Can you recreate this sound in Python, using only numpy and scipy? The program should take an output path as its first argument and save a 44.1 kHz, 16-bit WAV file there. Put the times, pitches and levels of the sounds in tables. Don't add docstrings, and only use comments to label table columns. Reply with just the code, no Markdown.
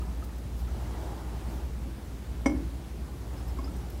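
import sys
import numpy as np
from scipy import signal
from scipy.fft import rfft, irfft
from scipy.io import wavfile
from scipy.ndimage import uniform_filter1d

SR = 44100
rng = np.random.default_rng(int(sys.argv[2]) if len(sys.argv) > 2 else 0)


def generate_wav(signal):
    frames = np.transpose(np.atleast_2d(signal))
    scaled = np.clip(frames, -1, 1) * 32767
    pcm = np.round(scaled).astype(np.int16)
    wavfile.write(sys.argv[1], SR, pcm)


N = 176400
GLASS_RISE_S = 0.0014


def amp(db):
    return 10 ** (np.asarray(db) / 20)


def unit_rms(x):
    return x / np.sqrt(np.mean(x ** 2) + 1e-20)


def curve_at(points, hz):
    freq_hz, value = np.transpose(points)
    return np.interp(np.log(hz + 1), np.log(freq_hz + 1), value)


def add(mix, start_s, sound):
    part = mix[max(round(start_s * SR), 0):][:len(sound)]
    part += sound[:len(part)]


def noise(spectrum, size):
    colour = amp(curve_at(spectrum, np.fft.rfftfreq(size, 1 / SR)))
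    return unit_rms(irfft(rfft(rng.standard_normal(size)) * colour, size))


def patchy_noise(spectrum, depth_db):
    bands = signal.stft(noise(spectrum, N), nperseg=512)[2]
    patches = uniform_filter1d(rng.standard_normal(bands.shape), size=10, axis=0)
    patches = unit_rms(uniform_filter1d(patches, size=6, axis=1))
    return unit_rms(signal.istft(bands * amp(depth_db * patches), nperseg=512)[1][:N])


def ring(modes, rise_s):
    t = np.arange(SR // 2) / SR
    attack = 1 - np.exp(-t / rise_s)
    return attack * sum(amp(db - 60 * t / t60) * np.sin(2 * np.pi * hz * t) for hz, db, t60 in modes)


def ventilation():
    # pitch_hz, level_db
    hum_tones = [(38.7, -55), (58.3, -36.5), (69.25, -42.5), (78.4, -54), (118.2, -55.5), (120, -60.5),
                 (177.2, -55)]
    # time_s, gain_db
    swell = [(0, 2.5), (.2, -2), (.45, -1.5), (.62, 4), (.85, 1.5), (1.2, -4.5), (1.42, 0.5), (1.8, 1),
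             (2.08, -5.5), (2.35, 0.5), (2.6, 3.5), (2.82, -3), (3.15, -5), (3.42, 0.5), (3.65, 2), (4, -4)]
    # freq_hz, relative_db
    air_colour = [(15, -30), (35, -15), (50, -3), (62, 4), (85, -1), (130, -3.5), (200, -7.5), (330, -11),
                  (520, -19), (850, -23), (1400, -28), (2500, -32), (6000, -37), (11000, -39.5),
                  (15800, -43)]
    wander_hz = 0.15
    t, hum = np.arange(N) / SR, np.zeros(N)
    for hz, db in hum_tones:
        drift = np.interp(t, np.linspace(0, t[-1], 9), rng.standard_normal(9))
        cycles = np.cumsum(hz + wander_hz * drift) / SR + rng.random()
        hum += amp(db) * np.sqrt(2) * np.sin(2 * np.pi * cycles)
    air = amp(-41) * patchy_noise(air_colour, depth_db=1)
    return hum * amp(np.interp(t, *np.transpose(swell))) + air


def sleeve():
    # freq_hz, relative_db
    cloth_colour = [(100, -19), (220, -6.5), (330, 4.5), (450, -6.5), (640, -2.5), (850, -1), (1080, -8.5),
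                    (1600, -14), (2300, -21.5), (5000, -23.5), (15000, -33.5)]
    # time_s, level_db
    arm_moves = [(0, -52), (.25, -55.5), (.45, -58), (.66, -54), (.77, -47), (1.05, -45), (1.25, -48.5),
                 (1.55, -46.5), (1.66, -53.5), (2.05, -63), (2.3, -58), (2.7, -56), (3.0, -67), (3.22, -57),
                 (3.38, -48.5), (3.55, -52.5), (3.8, -51), (4, -54.5)]
    envelope = amp(np.interp(np.arange(N) / SR, *np.transpose(arm_moves)))
    return envelope * patchy_noise(cloth_colour, depth_db=1.63)


def drops():
    # start_s, level_db, pitch_hz
    plips = [(0.019, -47, 1235), (.2245, -42.5, 1250), (0.681, -49, 1280), (3.1343, -51, 1130),
             (3.5873, -35.5, 1064), (3.676, -45, 1290)]
    rise_s, hold_s, t60_s, glide_per_s = 0.00046, 0.0059, 0.026, 2.1
    out, t = np.zeros(N), np.arange(SR // 10) / SR
    envelope = (1 - np.exp(-t / rise_s)) * amp(-60 * np.maximum(t - hold_s, 0) / t60_s)
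    for start_s, db, hz in plips:
        cycles = np.cumsum(hz * (1 + glide_per_s * t)) / SR
        add(out, start_s, amp(db) * envelope * np.sin(2 * np.pi * cycles))
    return out


def glove_crinkles():
    # start_s, level_db, length_s
    puffs = [(0.234, -52, 0.024), (.380, -56, .01), (.56, -57, .08), (1.47, -60, 0.14), (3.48, -56, .01),
             (3.763, -56, .01), (3.899, -51.5, .012), (3.91, -63, .05), (3.974, -56, .012)]
    # freq_hz, relative_db
    glove_colour = [(1500, -25), (5000, -2), (9500, -6), (12500, 0), (15500, -3)]
    envelope, t = np.zeros(N), np.arange(N) / SR
    for start_s, db, length_s in puffs:
        envelope += amp(db) * np.sin(np.pi * np.clip((t - start_s) / length_s, 0, 1))
    return envelope * noise(glove_colour, N)


def beaker_clink(knocks):
    # pitch_hz, level_db, t60_s
    glass_modes = [(2180, -23.5, 0.1), (2250, -36, 0.09), (3085, -42, .05), (3260, -45, .04),
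                   (3420, -46, 0.052), (4958, -40.5, .09), (5252, -53, 0.29), (5650, -45, .05),
                   (5820, -31.5, 0.061), (5985, -44, .05), (6140, -40, .06), (7240, -48, .06),
                   (7325, -48, 0.099), (8430, -43, 0.13), (9900, -56, .06), (12130, -58, .06)]
    # pitch_hz, level_db, t60_s
    bump_modes = [(247, -19, 0.092), (274, -7.5, 0.071), (559, -21, 0.079), (647, -27, 0.087),
                  (800, -28, 0.09), (1047, -33, 0.068), (1248, -30, 0.057)]
    # freq_hz, relative_db
    snap_colour = [(120, -28), (250, -2.5), (550, 1.5), (1100, -5), (1700, -13), (2600, -27.5),
                   (3200, -21.5), (4100, -34.5), (7000, -30), (11000, -35), (15000, -52)]
    snap_db, snap_rise_s, snap_t60_s = -23, 0.00035, 0.065
    out, t = np.zeros(N), np.arange(SR // 2) / SR
    glass = ring(glass_modes, GLASS_RISE_S)
    bump = ring(bump_modes, rise_s=0.0049)
    snap_envelope = (1 - np.exp(-t / snap_rise_s)) * amp(snap_db - 60 * t / snap_t60_s)
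    for start_s, glass_db, bump_db in knocks:
        snap = snap_envelope * noise(snap_colour, len(t))
        add(out, start_s, amp(glass_db) * (glass + snap) - amp(bump_db) * bump)
    return out


def bench_boom(knocks):
    # freq_hz, relative_db
    boom_colour = [(150, -37), (225, -7), (275, 1.5), (335, -3.5), (410, -24.5), (560, -19.5), (700, -37),
                   (1100, -37), (1700, -55), (5000, -80)]
    send_db, peak_s, t60_s = -27, 0.057, 0.44
    out, t = np.zeros(N), np.arange(SR) / SR
    envelope = np.minimum(t / peak_s, 1) * amp(-60 * np.maximum(t - peak_s, 0) / t60_s)
    for start_s, _, bump_db in knocks:
        add(out, start_s, amp(bump_db + send_db) * envelope * noise(boom_colour, len(t)))
    return out


def spout_ticks():
    # start_s, tick_db, pitch_hz, ring_db
    touches = [(3.3772, -52, 5250, -56), (3.4795, -45, 12400, -54), (3.5885, -42, 5010, -74),
               (3.6431, -33.5, 4900, -51.5), (3.720, -48, 8300, -74), (3.7653, -41, 8350, -72),
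               (3.901, -43, 12000, -60), (3.947, -48, 5500, -70), (3.9784, -50, 5080, -72)]
    # pitch_hz, relative_db, t60_s
    rim_modes = [(5230, 0, 0.2), (5900, -11, .2), (12750, -13, .15)]
    tick_t60_s = 0.017
    out, rim = np.zeros(N), ring(rim_modes, GLASS_RISE_S)
    for start_s, tick_db, hz, ring_db in touches:
        tick = ring([(hz, tick_db, tick_t60_s)], GLASS_RISE_S)
        add(out, start_s, tick + amp(ring_db) * rim)
    return out


def room(direct):
    # freq_hz, t60_s
    decay_times = [(150, .5), (300, 0.38), (700, .3), (2200, .5), (6000, 0), (14000, 0.5)]
    # delay_s, gain_db
    reflections = [(.0075, -15.5), (.036, -14.5), (0.059, -23), (.106, -27)]
    tail_db, treble_db, build_s, echo_cutoff_hz = -7.5, -8.5, 0.023, 7900
    hz, t, bands = signal.stft(rng.standard_normal(SR // 2), SR, nperseg=256)
    colour_db = curve_at([(400, 0), (2000, treble_db)], hz)[:, None]
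    decay_db = 60 * t / curve_at(decay_times, hz)[:, None]
    build_up = np.minimum(t / build_s, 1)
    tail = signal.istft(bands * amp(colour_db - decay_db) * build_up, SR, nperseg=256)[1]
    tail *= amp(tail_db) / np.sqrt(SR * build_s)
    echoes = np.zeros(N)
    for delay_s, db in reflections:
        add(echoes, delay_s, amp(db) * direct)
    dull_echoes = signal.lfilter(*signal.butter(1, echo_cutoff_hz, fs=SR), echoes)
    return direct + dull_echoes + signal.fftconvolve(direct, tail)[:N]


def scene():
    # start_s, glass_gain_db, bump_gain_db
    knocks = [(2.4590, 0, -0.5), (3.5880, -26, -20.5)]
    glass_and_drops = room(beaker_clink(knocks) + drops() + spout_ticks())
    return (glass_and_drops + bench_boom(knocks) + glove_crinkles() + sleeve() + ventilation())[None]


def record(dry):
    cutoff_hz = 15800
    lowpass = signal.firwin(1023, cutoff_hz, window=("kaiser", 9), fs=SR)
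    return signal.oaconvolve(dry, lowpass[None], "same")


dry = scene()
out = record(dry)
generate_wav(out)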